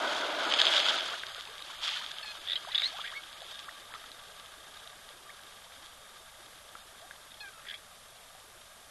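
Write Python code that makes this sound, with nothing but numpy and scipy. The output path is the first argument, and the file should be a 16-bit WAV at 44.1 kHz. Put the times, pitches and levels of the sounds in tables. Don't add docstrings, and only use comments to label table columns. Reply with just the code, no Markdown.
import sys
import numpy as np
from scipy import signal
from scipy.fft import rfft, irfft, next_fast_len
from scipy.io import wavfile
from scipy.ndimage import uniform_filter1d, map_coordinates

SR = 44100
rng = np.random.default_rng(int(sys.argv[2]) if len(sys.argv) > 2 else 0)


def gain_from_db(level_db):
    decades = np.asarray(level_db, float) / 20
    return 10 ** decades


def generate_wav(sig):
    pcm = np.round(np.clip(np.atleast_2d(sig).T, -1, 1) * 32767).astype(np.int16)
    wavfile.write(sys.argv[1], SR, pcm)


N = 392490
T = np.arange(N) / SR


def unit(x):
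    return x / np.sqrt(np.mean(x ** 2) + 1e-20)


def noise():
    return rng.standard_normal(N)


def add(track, start_s, x):
    part = track[round(start_s * SR):][:len(x)]
    part += x[:len(part)]


def filtered(x, response):
    n = x.shape[-1]
    m = next_fast_len(n + 2048)
    return irfft(rfft(x, m) * response(np.fft.rfftfreq(m, 1 / SR)), m)[..., :n]


def tilt(points):
    f, db = np.transpose(points)
    return lambda hz: gain_from_db(np.interp(np.log(hz + 1), np.log(f), db))


def wobble(rate):
    return map_coordinates(rng.standard_normal(N // 100), [T * rate])


def summed(*dbs):
    return 10 * np.log10(sum(gain_from_db(db) ** 2 for db in dbs))


# pitch_hz, width_hz, level_db
BOX = [(412, 168, -4.5), (627, 170, 0), (900, 170, -6.5), (1247, 175, -1), (1600, 277, 0.5),
       (2080, 850, -4), (3260, 367, 2.5), (3690, 430, 0), (4700, 910, -7), (6550, 1280, -13),
       (9600, 4400, -26)]


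def box(f):
    total = 0
    for k, (hz, width, db) in enumerate(BOX):
        ring = 1j * f * width / (hz * hz - f * f + 1j * f * width)
        total = total + (-1) ** k * gain_from_db(db) * ring
    return total


def bubbles(hz, cycles, spread_db, count, size):
    when, wide = rng.random(count), rng.standard_normal(count)
    t = np.arange(size) / SR
    f = hz * np.exp(0.3455 * wide)[:, None]
    u = f * t / cycles
    grain = np.sin(2 * np.pi * f * t * (1 + 0.15 * u)) * np.exp(-2.5 * u) * (1 - np.exp(-8 * u))
    grain *= gain_from_db(spread_db * np.minimum(rng.exponential(size=(count, 1)), 3.5))
    at = (when * N).astype(int)[:, None] + np.arange(size)
    return unit(np.bincount(at.ravel(), grain.ravel(), N + size)[:N])


def layer(grains, share, colour, lumps_db):
    lumps = wobble(25) + 0.27 * wobble(6) + 1.8 * wobble(140)
    rush = noise() * gain_from_db(lumps_db * lumps)
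    grains, rush = filtered(np.array([grains, rush]), lambda hz: box(hz) * tilt(colour)(hz))
    return unit(share * unit(grains) + unit(rush))


def pockets(modes, lumps_db):
    def sharp(f):
        return sum(gain_from_db(db) * (f * w / (c * c - f * f + 1j * f * w)) ** 2 for c, w, db in modes)
    return unit(filtered(noise() * gain_from_db(lumps_db * wobble(30)), sharp))


# pitch_hz, width_hz, level_db
CAVITY = [(618, 95, 4.5), (960, 190, 1.5), (1490, 340, 4), (1950, 440, -5)]


def stream(pour_db):
    return gain_from_db(pour_db) * pockets(CAVITY, lumps_db=2.5)


# pitch_hz, level_db
GURGLE = [(130, -33), (195, 4), (300, 2), (450, -9.5), (800, 0), (1100, -1.5), (2000, -21)]


def gurgle(level_db):
    grains = bubbles(586.0, 8.9, 4.7, count=1600, size=1000)
    return gain_from_db(level_db - 2.1) * layer(grains, 0.41, GURGLE, lumps_db=0.2)


# pitch_hz, level_db
PATTER = [(500, -32), (850, 0), (1150, -4), (1800, -2.5), (2500, -4), (3500, -0.5)]


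def patter(level_db):
    grains = bubbles(1552, 9.5, 2.0, count=2400, size=400)
    return gain_from_db(level_db - 2.7) * layer(grains, 0.58, PATTER, lumps_db=1.58)


# pitch_hz, level_db
SPRAY = [(1200, -27), (2200, -2), (3000, 2.5), (5000, -2.5), (7000, -4.5), (9500, -17), (13000, -14)]


def spray(level_db):
    grains = bubbles(4000, 1.5, 4.3, count=9000, size=80)
    return gain_from_db(level_db + 0.23) * layer(grains, .9, SPRAY, lumps_db=1.5)


def mist(spray_db):
    fine = unit(filtered(noise(), lambda hz: np.clip((hz - 6000) / 2500, 0, 1) * (hz < 13000)))
    return gain_from_db(2.1 * (spray_db + 31) - 65.5) * fine


# pitch_hz, width_hz, level_db
RILL = [(1170, 61, 0), (1623, 54, -1.5), (3680, 76, -3)]


def trickle(patter_db):
    return gain_from_db(np.minimum(patter_db, -50) - 8.0) * pockets(RILL, lumps_db=2.5)


# time_s, level_db
POUR = [
    (0, -34),
    (.2, -37.5),
    (.45, -36.5),
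    (.7, -37.5),
    (.95, -39.5),
    (1.13, -49.5),
    (1.22, -58),
    (1.39, -61),
    (1.48, -83),
]
# time_s, spray_level_db
FORCE = [(0, -41), (.43, -40.5), (.6, -33), (.8, -31.5), (.88, -32.5), (1.07, -40), (1.22, -48), (1.5, -55),
         (1.8, -50.5), (1.84, -37.5), (1.9, -36.5), (2.01, -44.5), (2.15, -48.5), (2.6, -54), (2.83, -45.5),
         (3.1, -55), (3.58, -54.5), (3.76, -60)]
# level_db at 3 s, loss_db per second
RUNOFF = [
    (-51.5, 1.1),
    (-58.5, 0.52),
]


def water():
    pour_db = np.interp(T, *np.transpose(POUR))
    after_last_s = np.maximum(T - FORCE[-1][0], 0)
    spray_db = np.interp(T, *np.transpose(FORCE)) - 2.7 * after_last_s
    thin_db, thick_db = [db - loss * (T - 3) for db, loss in RUNOFF]
    splash_patter_db = 0.89 * (spray_db + 37) - 34.5 - 1
    splash_gurgle_db = 0.26 * (spray_db + 33.5) - 34.5 - 20
    patter_db = summed(splash_patter_db, pour_db - 25, thin_db)
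    gurgle_db = summed(splash_gurgle_db, pour_db + 1, thick_db)
    running = stream(pour_db) + gurgle(gurgle_db) + patter(patter_db)
    return running + spray(spray_db) + mist(spray_db) + trickle(patter_db)


# start_s, peak_db, bubble_hz, bubble_db
DROPS = [(0.538, -15, 3080, -15), (0.6162, -5, 3460, -25), (1.196, -33, 3600, 6), (1.235, -25, 1550, 2),
         (1.474, -38, 2470, 6), (1.538, -41, 4220, 6), (1.593, -34, 2120, -1), (1.623, -35, 3770, 12.5),
         (1.701, -36.5, 1040, 0), (1.72, -39, 1550, -10), (2.185, -31.5, 3200, 9.5), (2.6484, -37, 1110, 4),
         (2.8196, -18, 2150, -2), (3.237, -37, 3180, 6), (3.419, -38.5, 3740, 11), (3.445, -38, 3400, 6),
         (3.465, -41, 3350, 8), (3.556, -38, 3460, 6), (3.6, -38, 3300, 7), (3.939, -26.5, 1290, -4),
         (4.041, -35, 1270, 1), (4.117, -44, 3900, 17), (4.875, -35.5, 3770, 7), (5.721, -41, 1250, 2),
         (6.753, -42.5, 1300, 13.5), (7.11, -40, 1600, 11), (8.35, -43.5, 720, 2)]
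# start_s, peak_db
TICKS = [(0.654, -10), (.7375, -16), (1.267, -25), (1.347, -24), (1.409, -24.5), (1.453, -28), (1.554, -32),
         (1.581, -28), (2.172, -34), (2.8198, -20), (3.405, -35), (5.09, -34), (5.868, -36), (2.063, -25),
         (2.116, -23), (3.644, -35), (0.4348, -23), (3.329, -30), (3.548, -32), (3.592, -27), (4.398, -32),
         (4.46, -34), (5.435, -35), (5.861, -35), (6.691, -38), (8.4, -41)]


def drops():
    out = np.zeros(N)
    t = np.arange(2010) / SR
    small = [(s, db, 3350, -21) for s, db in TICKS]
    for s, db, hz, bubble_db in DROPS + small:
        def colour(f):
            return box(f) / (1 + (f / hz / 2.4) ** 4) / (1 + (hz / 1.23 / (f + 1)) ** 4)
        tick = filtered(np.exp(-t / .00004), colour)
        ring = np.sin(2 * np.pi * hz * t * (1 + 4 * t))
        ring *= np.exp(-t * hz / 4.2) * (1 - np.exp(-t / 0.000064))
        add(out, s, gain_from_db(db - 3.5) * (tick / abs(tick).max() + gain_from_db(bubble_db) * ring))
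    return out


def puffs(rows, colour, noisy, rise, gain_db):
    out = np.zeros(N)
    roughs = unit(filtered(rng.standard_normal((len(rows), SR // 32)), colour))
    for (s, length, db, hz), rough in zip(rows, roughs):
        u = np.arange(0, 1.7, 1 / (length * SR))
        cycles = hz * length * (u + rise * (u * u / 2 - u))
        tone = np.sin(2 * np.pi * (cycles + rng.random()))
        swell = abs(np.sin(np.pi * (u / 1.69) ** 0.65)) ** 0.79
        add(out, s - .2 * length, gain_from_db(db + gain_db) * swell * (tone + noisy * rough[:len(u)]))
    return out


# start_s, length_s, peak_db, ring_hz
SLAPS = [(0.5136, 0.0031, -21.6, 3260), (0.5183, 0.0026, -26, 3300), (0.5217, 0.0028, -16.5, 3100),
         (0.5384, 0.0024, -16.1, 3220), (0.544, 0.0033, -18.5, 3200), (0.5608, 0.0026, -27, 3150),
         (0.5887, 0.0037, -21, 3170), (0.5977, 0.003, -16.0, 3270), (0.601, 0.0036, -18.5, 3370),
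         (0.616, 0.0016, -15, 3920), (0.6215, 0.002, -25, 3690), (0.6528, 0.0022, -20, 3410),
         (0.6611, 0.002, -26, 3300), (0.6674, 0.0022, -19, 3320), (0.6744, 0.0018, -15, 3700),
         (0.6798, 0.002, -22, 3600), (0.682, 0.0022, -23, 3600), (0.738, 0.0014, -20, 3080),
         (0.7652, 0.0031, -16.9, 3280), (0.7683, 0.0024, -18, 3480), (0.7759, 0.003, -19.0, 3300),
         (0.7796, 0.0026, -16.9, 3830), (0.7938, 0.002, -19, 3110), (0.798, 0.0023, -20, 3260),
         (0.801, 0.0017, -19, 3400), (0.8302, 0.0041, -27, 3360), (0.8637, 0.0017, -21, 3430),
         (0.8715, 0.0021, -23, 3350), (0.8861, 0.0029, -19, 3550), (0.9014, 0.0022, -21.5, 3420),
         (0.9227, 0.0016, -26.1, 3500), (0.9258, 0.0021, -33, 3390), (0.9578, 0.0017, -27.5, 3260),
         (0.9669, 0.002, -27, 3880), (0.9773, 0.0041, -31, 3340), (0.9854, 0.0024, -23.5, 3460),
         (0.9999, 0.0044, -29, 3380), (1.0074, 0.0019, -25, 3260), (1.0267, 0.0017, -30, 3150),
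         (1.8612, 0.0021, -34, 3260), (1.8648, 0.002, -29, 3430), (1.8778, 0.0018, -31, 3360),
         (1.8805, 0.0023, -35, 3420), (1.884, 0.0022, -23, 3260), (1.8902, 0.0027, -25, 3300),
         (1.9023, 0.0031, -33, 3460), (1.909, 0.0017, -30, 3400), (1.9123, 0.002, -31, 3450),
         (1.9407, 0.0027, -28, 3190), (1.9715, 0.0017, -25, 3500),
         (0.717, 0.0037, -25, 3520), (0.725, .004, -26, 3280), (0.747, 0.0041, -22, 3300),
           (0.756, 0.0039, -22, 3500), (.5925, 0.0039, -17, 3240), (.857, 0.0027, -24, 3320),
           (0.8926, 0.0038, -23, 3400), (.897, .003, -22.5, 3320), (0.906, .002, -22, 3500),
           (.6, 0.0032, -23, 1900), (0.613, 0.0032, -20, 1690), (0.884, 0.0038, -27, 1490)]


def slaps():
    def bright(hz):
        return box(hz) * hz ** 2 / (hz ** 2 + 2200 ** 2) / (1 + (hz / 5400) ** 4)
    return puffs(SLAPS, bright, noisy=0.7, rise=.02, gain_db=-3.5)


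# start_s, length_s, start_hz, end_hz,
# level_db
GLUGS = [(1.459, 0.029, 720, 1070, -48), (1.694, 0.033, 838, 1300, -59), (3.416, 0.014, 580, 830, -44.5),
         (3.9, 0.032, 760, 2100, -49), (7.017, 0.044, 630, 790, -50), (2, 0.053, 832, 1720, -45),
         (2.673, 0.026, 630, 1140, -40), (2.921, 0.088, 570, 1430, -45.5), (2.989, 0.014, 710, 1600, -38),
         (3.12, 0.027, 970, 2200, -41), (3.948, 0.016, 1150, 1350, -38.5), (5.644, 0.035, 600, 1240, -54),
         (3.49, 0.09, 3730, 3700, -47.5), (5.291, 0.017, 1600, 2400, -44.5),
         (3.682, 0.0123, 960, 2050, -35.5), (0.59, 0.016, 900, 1500, -46), (1.475, 0.043, 396, 480, -53),
         (6.4, 0.03, 1700, 710, -60)]


def glugs():
    out = np.zeros(N)
    for s, length, hz0, hz1, db in GLUGS:
        u = np.arange(int(length * SR)) / (length * SR)
        tone = np.sin(2 * np.pi * np.cumsum(hz0 * (hz1 / hz0) ** u) / SR)
        waver_db = 4.5 * np.sin(40 * s + 13 * u)
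        add(out, s, gain_from_db(db - 3.0 + waver_db) * np.sin(np.pi * u) ** 0.099 * tone)
    return out


# start_s, length_s, peak_db, pitch_hz
PLOPS = [
    (1.0874, 0.0066, -31.5, 1350),
    (1.1147, 0.0085, -31.4, 1180),
    (1.1265, 0.0088, -33, 1285),
    (1.1337, 0.0068, -30.5, 1450),
    (1.1415, 0.0068, -38, 1650),
    (1.2732, 0.006, -40.8, 1140),
    (1.2845, 0.0097, -45, 1320),
    (1.302, 0.0048, -39.6, 1600),
    (1.3571, 0.0058, -39, 1340),
    (1.3787, 0.0112, -39.6, 1490),
]


def plops():
    return puffs(PLOPS, lambda hz: box(hz) * (hz < 2300), noisy=0.61, rise=0.089, gain_db=-5.5)


def notes(rows, rule, flutter_db):
    out, flutter = np.zeros(N), wobble(220)
    for s, length, *rest in rows:
        t = np.arange(0, length, 1 / SR)
        hz, levels = rule(t / length, t, *rest)
        phase = 2 * np.pi * np.cumsum(hz * (1 + 0.0081 * flutter[:len(t)])) / SR
        edge = np.clip(np.minimum(t, length - t) / 0.0018, 0, 1)
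        tone = sum(gain_from_db(db + 3) * np.sin((k + 1) * phase + k) for k, db in enumerate(levels))
        add(out, s, edge * tone * gain_from_db(flutter_db * flutter[round(s * SR):][:len(t)]))
    return out


OPEN_DB = [-17, -8, -5, -9, -0.5, -16]
CLOSED_DB = [-15, 0, -9, -20, -30, -45]


def nasal(u, t, hz, db, closing):
    shut = closing * np.tanh((t / .033) ** 2)
    crack = (t - .022 - .014 * closing) / .006
    db = db - 13 * closing * u ** 2
    sag = (.012 + .08 * closing) * u
    step = .024 * (1 + np.tanh(crack)) / 2
    levels = []
    for k, (wide_db, shut_db) in enumerate(zip(OPEN_DB, CLOSED_DB)):
        dropout_db = 16 * (k > 1) * np.exp(-crack ** 2)
        levels.append(db + wide_db + (shut_db - wide_db) * shut - dropout_db)
    return hz * (1 - sag - step), levels


# start_s, length_s, pitch_hz, level_db, beak_closing from 0 to 1
NASAL = [
    (2.228, 0.096, 878, -45, 0.1),
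    (7.405, .102, 857, -44, 0.94),
]


def nasal_notes():
    return notes(NASAL, nasal, flutter_db=1.7)


def glide(reach, bend, peak, rise_db, fall_db, purr_db, partials_db):
    def rule(u, t, hz0, hz1, db):
        early = np.maximum(1 - u / peak, 0)
        late = np.maximum((u - peak) / (1 - peak), 0)
        purr = np.cos(np.pi * 218 * t) ** 4
        db = db - rise_db * early - fall_db * late - purr_db * early ** 0.35 * purr
        hz = hz0 + (hz1 - hz0) * (1 - np.maximum(1 - u / reach, 0) ** bend)
        return hz, [db + p for p in partials_db]
    return rule


# start_s, length_s, start_hz, end_hz, level_db
WHISTLE = [
    (2.36, 0.057, 1390, 1306, -54),
    (2.47, 0.073, 1746, 1960, -49),
]


def whistles():
    return notes(WHISTLE, glide(0.46, 1.8, .65, 4.6, 11, 3, [0, -13, -35]), flutter_db=1.7)


def throat(hz):
    return box(hz) * (hz > 1500) * (hz < 5300)


# start_s, length_s, peak_db, pitch_hz
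RATTLE = [(2.4691, 0.0016, -31.9, 3400), (2.4746, 0.0027, -29.7, 3540), (2.4856, 0.003, -27, 3680),
          (2.4888, 0.0016, -29, 3530), (2.4984, 0.0015, -23, 3500), (2.5002, 0.0016, -30, 3560),
          (2.5071, 0.0022, -24, 3690), (2.5114, 0.0019, -29.8, 3550), (2.519, 0.0033, -22, 3770),
          (2.5245, 0.0023, -28, 3600), (2.5295, 0.0018, -30, 3440), (2.5319, 0.002, -22.5, 3700),
          (2.5351, 0.0017, -25, 3600), (2.5566, 0.0017, -22, 3900), (2.5586, 0.0017, -31, 3490),
          (2.5603, 0.0047, -26.3, 3290), (2.5652, 0.004, -29, 3280), (2.574, 0.0015, -39, 3240),
          (2.7177, 0.0027, -32, 4000), (2.7213, 0.0021, -34.0, 3500), (2.7261, 0.0026, -32, 3580),
          (2.7297, 0.0017, -32, 3550), (2.7475, 0.0016, -19, 3360), (2.7495, 0.0034, -21.5, 3470),
          (2.7545, 0.0028, -17.5, 3680), (2.7577, 0.0025, -20.1, 3640), (2.7639, 0.0023, -37, 3200),
          (2.7666, 0.0012, -35, 3440), (2.7789, 0.0028, -20, 3680), (2.7834, 0.0025, -19.5, 3830),
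          (2.7972, 0.0032, -25, 3670), (2.8016, 0.0012, -24.0, 3580), (2.8111, 0.0024, -30, 3760),
          (2.9622, 0.0027, -39, 3430), (2.9669, 0.002, -41, 3390), (2.9697, 0.0015, -43.0, 3460),
          (2.9749, 0.0014, -42.9, 3630), (2.9783, 0.0017, -47, 3340), (2.9867, 0.0017, -44, 3340),
          (2.9999, 0.0026, -43, 3160), (3.0051, 0.0026, -31.6, 3450), (3.0116, 0.0019, -30.4, 3450),
          (3.0146, 0.0015, -31, 3540), (3.0163, 0.0017, -33, 3270), (3.0232, 0.0025, -41.6, 3390),
          (2.4548, .003, -46, 3320),
    (2.541, .003, -34, 3850),
    (2.575, .005, -34, 3300),
    (2.836, 0.0045, -26, 3700),
    (2.842, 0.0044, -25, 3800),
    (7.403, .005, -46, 3660),
]


def rattle():
    return puffs(RATTLE, throat, noisy=0.23, rise=.07, gain_db=-0.7)


# start_s, length_s, level_db
RASP = [
    (2.484, 0.075, -54),
    (2.72, 0.059, -48),
    (2.818, .06, -60),
    (3.047, 0.053, -48),
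    (7.67, 0.065, -52),
]


def rasp():
    out = np.zeros(N)
    rough = filtered(noise(), lambda hz: np.exp(-((hz - 2050) / 550) ** 2))
    breath = unit(rough * gain_from_db(3.1 * wobble(150)))
    for s, length, db in RASP:
        outside_s = np.maximum(np.maximum(s - T, T - s - length), 0)
        out += gain_from_db(db - 502 * outside_s) * breath
    return out


# start_s, length_s, start_hz, end_hz, level_db
SQUEAL = [
    (2.822, .051, 1826, 2180, -29),
    (2.874, 0.019, 2160, 2260, -43),
]


def squeals():
    return notes(SQUEAL, glide(1.05, 1.07, 0.67, 2.5, 7, 22, [-14, 1.5, -25, -29]), flutter_db=3.5)


# start_s, length_s, peak_db, pitch_hz
CHURR = [(3.0458, 0.0031, -40, 3450), (3.0552, 0.0017, -39.3, 3510), (3.0571, 0.0018, -39.8, 3360),
         (3.0604, 0.0045, -39, 3320), (3.0652, 0.0019, -36.7, 3360), (3.0745, 0.0022, -35, 3220),
         (3.0777, 0.0031, -40.9, 3480), (3.0808, 0.0025, -39.4, 3570), (3.1003, 0.0039, -41, 3370),
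         (3.1054, 0.0025, -43, 3450), (3.1153, 0.0028, -42, 3500), (7.3175, 0.0046, -43, 3670),
         (7.3427, 0.0032, -42, 3330), (7.6706, 0.0027, -41, 3400), (7.686, 0.0028, -35.2, 3400),
         (7.6888, 0.002, -35, 3300), (7.6971, 0.0028, -36.7, 3330), (7.6998, 0.0022, -38, 3380),
         (7.7084, 0.0032, -37, 3330), (7.7118, 0.0032, -37.2, 3320), (7.7411, 0.0029, -36, 3360),
         (7.7452, 0.0038, -36.9, 3300), (7.7509, 0.0029, -39.1, 3340), (7.7585, 0.004, -41.8, 3370)]
# start_s, length_s, peak_db, pitch_hz
CHURR_LOW = [(3.042, 0.0077, -33.5, 1640), (3.0535, 0.0068, -35.5, 1890), (3.0621, 0.0034, -34, 2320),
             (3.0777, 0.0027, -33.9, 1950), (3.0809, 0.0061, -46, 1870), (3.0916, 0.0065, -45, 1950),
             (7.6407, 0.0037, -50, 1710), (7.651, 0.003, -45.7, 1870), (7.6539, 0.0021, -42, 1540),
             (7.6666, 0.0032, -42, 1900), (7.6739, 0.0044, -43, 1940), (7.6841, 0.0076, -41, 1680),
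             (7.6958, 0.0048, -41.8, 1750), (7.7003, 0.0033, -41.8, 1770), (7.7087, 0.0061, -40, 1680),
             (7.7154, 0.0085, -45, 1880), (7.7257, 0.0029, -46.3, 1870), (7.7313, 0.003, -46.8, 1660),
             (7.7342, 0.0029, -46.1, 2000), (7.7418, 0.0039, -39, 2270)]


def churr():
    upper = puffs(CHURR, throat, noisy=0.37, rise=.03, gain_db=-2.0)
    return upper + puffs(CHURR_LOW, throat, noisy=0.37, rise=0.034, gain_db=-2.5)


# start_s, length_s, start_hz, end_hz, level_db
CHIRP = [
    (3.149, 0.045, 1750, 2206, -37.5),
]


def chirp():
    return notes(CHIRP, glide(0.36, 3.5, 0.61, 7.7, 16, 1.5, [0, -15, -35]), flutter_db=.8)


# start_s, length_s, start_hz, end_hz, level_db
MURMUR = [
    (7.52, 0.115, 1402, 1295, -57),
]


def murmur():
    return notes(MURMUR, glide(0.62, 1.47, .4, 3, 5, 4, [0, -12, -35]), flutter_db=5.5)


def bank_echo(call):
    echo = rng.standard_normal(SR // 4) * gain_from_db(-60 * T[:SR // 4] / 0.063)
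    late = np.pad(call, (300, 0))
    return gain_from_db(-13) * signal.fftconvolve(late, echo / np.linalg.norm(echo))[:N]


def bird():
    call = nasal_notes() + whistles() + rattle() + rasp() + squeals() + churr() + chirp() + murmur()
    return call + bank_echo(call)


def scene():
    splashes = drops() + slaps() + glugs() + plops()
    return (water() + splashes + bird())[None]


# pitch_hz, level_db
HISS = [(20, 9.5), (60, 6.5), (120, 3.5), (300, -1.5), (1000, 1.5), (4000, -2), (8000, -1.5), (12000, -1),
        (13000, -60)]


def hiss():
    return gain_from_db(-56.5) * unit(filtered(noise(), lambda hz: tilt(HISS)(hz) * (hz < 13000)))


# pitch_hz, margin_db
STARVED = [(80, 50), (140, 14), (300, 1), (500, 4.5), (2500, 9), (3200, 1.5), (5250, 15), (5600, 3.5),
           (6100, 1.5), (12000, 3.5)]
# start_s, length_s
GAPS = [(.464, 0.054), (.534, 0.097), (0.637, 0.056), (0.805, .063), (1.277, 0.11), (1.475, .025),
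        (1.601, .027), (1.76, .04), (2.14, .035), (2.197, .05), (.98, 0.018), (2.39, .025), (2.547, .04),
        (2.636, .056), (2.743, 0.093), (3.03, 0.027), (3.32, .04), (3.41, .04), (3.652, .04), (3.92, .03),
        (6.8, .05)]
# start_s, length_s, above_hz
DULL = [
    (.51, .055, 10600),
    (0.64, 0.011, 9600),
    (.965, 0.017, 10400),
]


def drop_out(x):
    hz, t, z = signal.stft(x, SR, nperseg=1024, noverlap=768)
    power = uniform_filter1d(uniform_filter1d(abs(z) ** 2, size=3, axis=0), size=4, axis=1)
    level_db = 10 * np.log10(abs(power) + 1e-20)
    margin_db = np.interp(hz, *np.transpose(STARVED))[:, None]
    shortfall_db = uniform_filter1d(level_db, size=25, axis=0) - margin_db - level_db
    change_db = -14 * np.clip(shortfall_db / 3 + .5, 0, 1)

    def window(s, length):
        return np.clip(np.minimum(t - s, s + length - t) / 0.0061 + .5, 0, 1)

    gap_band = ((hz > 5390) & (hz < 5950))[:, None]
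    change_db += gap_band * sum(-38 * window(s, length) for s, length in GAPS)
    for s, length, top_hz in DULL:
        change_db += -30 * (hz > top_hz)[:, None] * window(s, length)
    return signal.istft(z * gain_from_db(change_db), SR, nperseg=1024, noverlap=768)[1][:N]


def band_limit(x):
    return signal.sosfilt(signal.butter(12, 13020, fs=SR, output="sos"), x)


def record(dry):
    sent = drop_out(dry[0] + hiss())
    mix = filtered(sent, lambda hz: hz < 12330)[None]
    return band_limit(mix)


dry = scene()
out = record(dry)
generate_wav(out)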